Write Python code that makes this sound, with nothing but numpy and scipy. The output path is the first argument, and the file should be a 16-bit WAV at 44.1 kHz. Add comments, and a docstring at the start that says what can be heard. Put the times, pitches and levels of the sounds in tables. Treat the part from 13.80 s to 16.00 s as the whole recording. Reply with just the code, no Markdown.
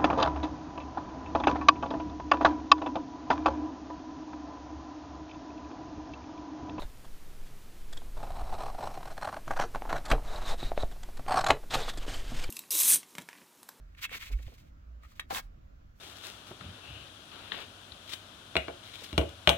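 """Small animal hopping into a dust tray

A small furry animal scuffles on a fabric floor beside a metal tray, pauses, then hops into the dust.
Claws, fur and dust are grains and fine noise under short swells; claw taps and tray knocks are dying sines.
Paws thud as puffs of low noise; low swings bump the hand-held phone over a quiet room of shaped noise."""
import sys
import numpy as np
from scipy import signal
from scipy.fft import rfft, irfft
from scipy.io import wavfile
from scipy.ndimage import uniform_filter1d

SR = 44100
rng = np.random.default_rng(int(sys.argv[2]) if len(sys.argv) > 2 else 0)


def level_to_linear(level):
    """Convert decibel levels to linear amplitude factors, elementwise."""
    exponent = np.asarray(level, float) / 20
    return 10 ** exponent


def waveform_to_disk(signal):
    """Save audio, clipped to [-1, 1], as 16-bit WAV at the path in sys.argv[1]."""
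    frames = np.transpose(np.atleast_2d(signal))
    scaled = np.clip(frames, -1, 1) * 32767
    samples = np.round(scaled).astype(np.int16)
    wavfile.write(sys.argv[1], SR, samples)


N = 97020
HZ = np.fft.rfftfreq(N, 1 / SR)
HOP_S = 1.45  # rubs and hits before this take the fabric's colour and lag, later ones the dust's

# resonances of a claw tap: pitch_hz, level_db (before the favoured pitch weighs in), t60_s
TAP_MODES = [(1270, 2, 0.018), (1648, 2.5, 0.0074), (1848, 2, 0.021), (2210, 2.5, 0.018), (2602, 7, 0.016),
             (3302, 10.5, 0.013), (3770, 1.5, 0.063)]


def read(points, hz):
    """Reads a curve of (Hz, value) points on a log pitch scale."""
    f, value = np.transpose(points)
    return np.interp(np.log(hz + 1), np.log(f + 1), value)


def evened(x):
    """Scales to an rms of 1."""
    return x / np.sqrt(np.mean(x ** 2) + 1e-20)


def add(mix, s, sound):
    """Adds a sound into the mix from time s, cut at the end."""
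    part = mix[round(s * SR):][:len(sound)]
    part += sound[:len(part)]


def causal(gain):
    """Minimum-phase filter: the same gain with no sound before the cause."""
    cepstrum = irfft(np.log(gain), N)
    fold = np.sign(N / 2 - np.arange(N)) + (np.arange(N) > 0)
    return np.exp(rfft(cepstrum * np.clip(fold, 0, 2)))


def rub_level(rubs, column):
    """Each rub swells and fades around its peak; their powers add."""
    t = np.arange(N) / SR
    power = 0
    for row in rubs:
        peak_s, rise_s, fall_s = row[:3]
        before = t < peak_s
        distance = abs((t - peak_s) / np.where(before, rise_s, fall_s))
        steepness = np.where(before, 2, 1.9)
        power = power + level_to_linear(row[column]) ** 2 * np.exp(-distance ** steepness)
    return np.sqrt(power)


def snags(clicks):
    """Each claw grain snags and rings one of the upper tap resonances, picked by chance."""
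    t60_s = 0.08
    t, pick = np.arange(1500) / SR, rng.integers(1, len(TAP_MODES), N)
    out = 0
    for k in range(1, len(TAP_MODES)):
        tone = level_to_linear(-60 * t / t60_s) * np.sin(2 * np.pi * TAP_MODES[k][0] * t)
        tone = tone / np.linalg.norm(tone)
        out = out + signal.oaconvolve(clicks * (pick == k), tone[None], axes=1)[:, :N]
    return out


def rustle(rubs, colour, apart):
    """Paws and fur rub: random grains and fine noise, claws low and dust high, partly different per port."""
    # claws, then dust: grains_per_s, size_spread_db, grain_share (of the power; the rest is fine noise)
    grain_kinds = [(805, 4.5, 0.55), (4230, 4.5, 0.52)]
    split_hz, alike_hz, snag_db = 4600, 925, -2
    shape = causal(level_to_linear(read(colour, HZ)))
    phase = shape / abs(shape)
    # the ports hear a rub more alike below alike_hz
    apart = apart / (1 + (alike_hz / (HZ + 1)) ** 2)
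    low = 1 / (1 + (HZ / split_hz) ** 10)
    bands = low, 1 - low
    out = 0
    for k, (per_s, spread_db, share) in enumerate(grain_kinds):
        level = rub_level(rubs, 3 + k)
        # row 0 reaches both ports, rows 1 and 2 one port each
        size = level_to_linear(spread_db * np.minimum(rng.exponential(1, (3, N)), 4))
        size = size * rng.choice([-1, 1], (3, N))
        struck = rng.random((3, N)) < per_s / SR
        grains = np.sqrt(share) * evened(size * struck) * level
        fine = np.sqrt(1 - share) * rng.standard_normal((3, N)) * level
        z = phase * evened(abs(shape) * np.sqrt(bands[k])) * rfft(grains + fine)
        if k == 0:
            z = z + level_to_linear(snag_db) * rfft(snags(grains)) * shape / abs(shape).max()
        out = out + np.sqrt(1 - apart) * z[0] + np.sqrt(apart) * z[1:]
    return irfft(out, N)


def ring(modes, favoured_hz):
    """A struck object: dying sines with a soft start, strongest near the pitch that the blow favours."""
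    t = np.arange(6000) / SR
    x = 0
    for hz, db, t60_s in modes:
        loss_db = 39 * np.log2(hz / favoured_hz) ** 2  # 39 dB at one octave away
        x = x + level_to_linear(db - loss_db - 60 * t / t60_s) * np.sin(2 * np.pi * hz * t)
    x = x * np.minimum(t / 0.00045, 1)
    return x / abs(x).max()


def claw_taps():
    """Each claw tap is a short ring with a bright noise tick at its start."""
    # claw taps: start_s, level_db (of the ring, ahead of echoes, port balance and mix gain), favoured_hz
    tap_list = [(.149, -52.5, 2180), (0.2415, -29.5, 2430), (0.2514, -29.5, 2610), (0.294, -41.5, 1940),
                (0.5888, -49, 1980), (.63, -53, 2210), (0.6715, -67, 2170), (.781, -59, 2170),
                (1.2352, -47.5, 1300), (1.2504, -50, 1240), (1.319, -54.5, 1270), (1.3958, -25, 1780),
                (1.3966, -33.5, 3200), (1.547, -33.5, 3360), (1.5712, -32.5, 2580)]
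    tick_db, tick_fall_s = -18.5, 0.0041
    fade = np.exp(-np.arange(6000) / SR / tick_fall_s)
    hits = []
    for s, db, hz in tap_list:
        tick = signal.lfilter([1, -1], [1, -.8], rng.standard_normal(6000)) * fade
        hits.append((s, level_to_linear(db) * (ring(TAP_MODES, hz) + level_to_linear(tick_db) * tick)))
    return hits


def tray_knocks():
    """The metal tray rings in a few low resonances when knocked."""
    # knocks: start_s, level_db (ahead of echoes, port balance and mix gain), favoured_hz
    knock_list = [(0.316, -44, 532), (1.5078, -27.5, 900), (1.527, -33, 444)]
    # resonances of the tray: pitch_hz, level_db (before the favoured pitch weighs in), t60_s
    tray_modes = [(309, 0, 0.047), (535, -0.5, 0.042), (710, -0.5, 0.097), (790, 3.5, 0.075),
                  (976, 4.5, 0.041)]
    return [(s, level_to_linear(db) * ring(tray_modes, hz)) for s, db, hz in knock_list]


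def echoed(hits, first_s, last_s):
    """Hits between two times, each with its own short scatter of dull echoes on each port."""
    echo_db, echo_t60_s, echo_top_hz = -11.5, 0.1, 4170
    out, t = np.zeros((2, N)), np.arange(6000) / SR
    dull = signal.butter(1, echo_top_hz, fs=SR)
    for s, hit in hits:
        if not first_s < s < last_s:
            continue
        echo = signal.lfilter(*dull, rng.standard_normal((2, 6000)) * level_to_linear(-60 * t / echo_t60_s))
        for port in range(2):
            scatter = echo[port] / np.linalg.norm(echo[port])
            add(out[port], s, hit + level_to_linear(echo_db) * signal.fftconvolve(hit, scatter)[:6000])
    return out


def thuds():
    """Paws on the fabric: short dull puffs of low noise."""
    # soft thuds: start_s, level_db (noise rms at the swell's top, ahead of port balance and mix gain)
    thud_list = [(0.346, -55), (.501, -57.5), (.59, -61), (.675, -58), (.718, -58)]
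    rise_s, band_hz = 0.0075, (106, 640)
    out, t = np.zeros(N), np.arange(4000) / SR / rise_s
    band = signal.butter(2, band_hz, "band", fs=SR)
    for s, db in thud_list:
        puff = evened(signal.lfilter(*band, rng.standard_normal(4000)))
        add(out, s, level_to_linear(db) * t * np.exp(1 - t) * puff)
    return out


def ports(x, lag):
    """Sound reaches the two ports with a lag and a balance that depend on pitch."""
    # balance of the ports: pitch_hz, left_minus_right_db
    balance = [(250, -9.5), (1000, 6), (3000, -2.5), (8000, 4), (13000, -1.5)]
    f, rad = np.transpose(lag)
    half = np.exp(.5j * np.interp(HZ, f, rad)) * level_to_linear(read(balance, HZ) / 2)
    return irfft(rfft(x) * [half, 1 / half], N)


def bumps():
    """Low swings of the hand-held body, the same on both ports but stronger on the right."""
    # bumps: centre_s, pitch_hz, peak_db (midway between the ports), rise_s, fall_s
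    swings = [(0.061, 42.6, -46, 0.11, 0.052), (0.559, 45.9, -23.5, 0.027, 0.011),
              (0.611, 55.4, -38, 0.035, 0.055), (0.672, 61, -31, 0.0033, 0.004),
              (1.141, 58.3, -45, 0.068, 0.065), (1.66, 37.2, -43, 0.03, 0.042)]
    t = np.arange(N) / SR
    x = 0
    for s, hz, db, rise_s, fall_s in swings:
        swell = np.exp(-.5 * ((t - s) / np.where(t < s, rise_s, fall_s)) ** 2)
        x = x + level_to_linear(db) * np.cos(2 * np.pi * hz * (t - s)) * swell
    return x * level_to_linear(np.array([[-1.5], [1.5]]))


def room():
    """Steady rumble and hiss: shaped noise with slight drifting patches, partly shared by the ports."""
    # colour of the room: pitch_hz, relative_db (per Hz)
    room_colour = [(20, -6.5), (60, 0.5), (123, -13.5), (328, -22), (400, -30.5), (607, -23), (850, -32.5),
                   (1360, -28.5), (1900, -36), (4000, -44.5), (7000, -49), (9000, -65.5), (13500, -53.5)]
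    # likeness of the ports: pitch_hz, likeness (1 same, 0 unrelated, -1 opposite)
    room_same = [(130, 0.97), (250, 0.24), (600, -0.79), (1300, -0.46), (4000, -0.021)]
    room_db, patch_db = -54.5, 1.39  # rms levels
    frames, hz = N // 512 + 5, np.fft.rfftfreq(2048, 1 / SR)
    a, b, c, d, patches = rng.standard_normal((frames, 1025, 5)).T
    patches = evened(uniform_filter1d(uniform_filter1d(patches, 20, 0), 6, 1))
    same = read(room_same, hz)[:, None]
    left, other = a + 1j * b, c + 1j * d
    z = np.array([left, same * left + np.sqrt(1 - same ** 2) * other])
    port_db = np.array([-.9, .9])[:, None, None]
    z = z * level_to_linear(read(room_colour, hz)[:, None] + patch_db * patches + port_db)
    x = signal.istft(z, nperseg=2048, noverlap=1536)[1][:, 1024:N + 1024]
    return level_to_linear(room_db) * evened(x)


def scene():
    """The animal beside the tray, then in it, over the room."""
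    # rubs of paws and fur, levels ahead of port balance and mix gain:
    # peak_s, rise_s, fall_s, claw_scrape_db, fur_and_dust_hiss_db
    rubs = [(0.189, 0.0097, 0.014, -56, -63), (0.236, 0.012, 0.011, -40.5, -42.5),
            (0.248, 0.0054, 0.008, -39, -44), (0.334, 0.02, 0.012, -46, -55),
            (0.351, 0.017, 0.0072, -40.5, -49.5), (0.373, 0.015, 0.0071, -47.5, -49.5),
            (0.411, 0.0093, 0.023, -52, -55.5), (0.424, 0.0022, 0.0089, -45, -53),
            (.475, 0.057, 0.016, -53.5, -55.5), (0.526, 0.0074, 0.0091, -54, -55),
            (.631, 0.006, 0.0033, -67, -59.5), (0.676, 0.0095, 0.0051, -59.5, -66.5),
            (0.701, 0.31, 0.05, -70, -68.5), (0.741, 0.0033, 0.013, -68.5, -65),
            (0.783, 0.0043, 0.029, -70, -66), (0.866, 0.027, 0.026, -76.5, -76.5),
            (1.242, 0.014, 0.022, -67.5, -71.5), (1.32, 0.033, 0.016, -71.5, -69),
            (1.362, 0.0079, 0.042, -69, -68.5), (1.399, 0.0014, 0.0066, -53, -50.5),
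            (1.508, 0.0033, 0.012, -41.5, -49.5), (1.563, 0.025, 0.017, -41, -41),
            (1.589, .012, 0.0099, -43, -45.5), (1.636, 0.045, 0.022, -68.5, -72.5),
            (2.2, 0.026, .02, -77, -74.5)]
    # colour of the rubs on the fabric, then in the dust: pitch_hz, relative_db
    scuffle_colour = [(600, -33.5), (1050, -10), (1600, -11), (2240, -1.5), (2900, -6), (3900, -11.5),
                      (5200, -23), (6500, -24.5), (10000, -34), (13700, -24.5), (16000, -29.5)]
    hop_colour = [(400, -12.5), (800, 1.5), (2620, -6), (4500, -5), (7500, -9), (10000, -12), (13000, -9),
                  (16000, -9)]
    # how far the right port lags, beside the tray, then in it: pitch_hz, lag_radians
    lag_beside = [(0, -42), (250, 0.43), (1000, 2.5), (1500, 1.24), (4000, 2), (10000, 8), (16000, 9)]
    lag_in_tray = [(0, -10.5), (250, 1), (900, 2.5), (1900, 0.34), (5000, 2.5), (9000, 10), (16000, 10)]
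    hits = claw_taps() + tray_knocks()
    # the last setting is the share of a rub's treble that differs between the ports
    beside = rustle([r for r in rubs if r[0] < HOP_S], scuffle_colour, 0.57)
    beside = beside + echoed(hits, 0, HOP_S) + thuds()
    inside = rustle([r for r in rubs if r[0] > HOP_S], hop_colour, 0.83)
    inside = inside + echoed(hits, HOP_S, 10)
    animal = ports(beside, lag_beside) + ports(inside, lag_in_tray)
    return level_to_linear(2.5) * animal + bumps() + room()


def band_limit(x):
    """A steep low-pass at the top of the band."""
    return signal.sosfilt(signal.butter(12, 16430, fs=SR, output="sos"), x)


def record(dry):
    """The phone takes down the finished mix."""
    return band_limit(dry)


dry = scene()
out = record(dry)
waveform_to_disk(out)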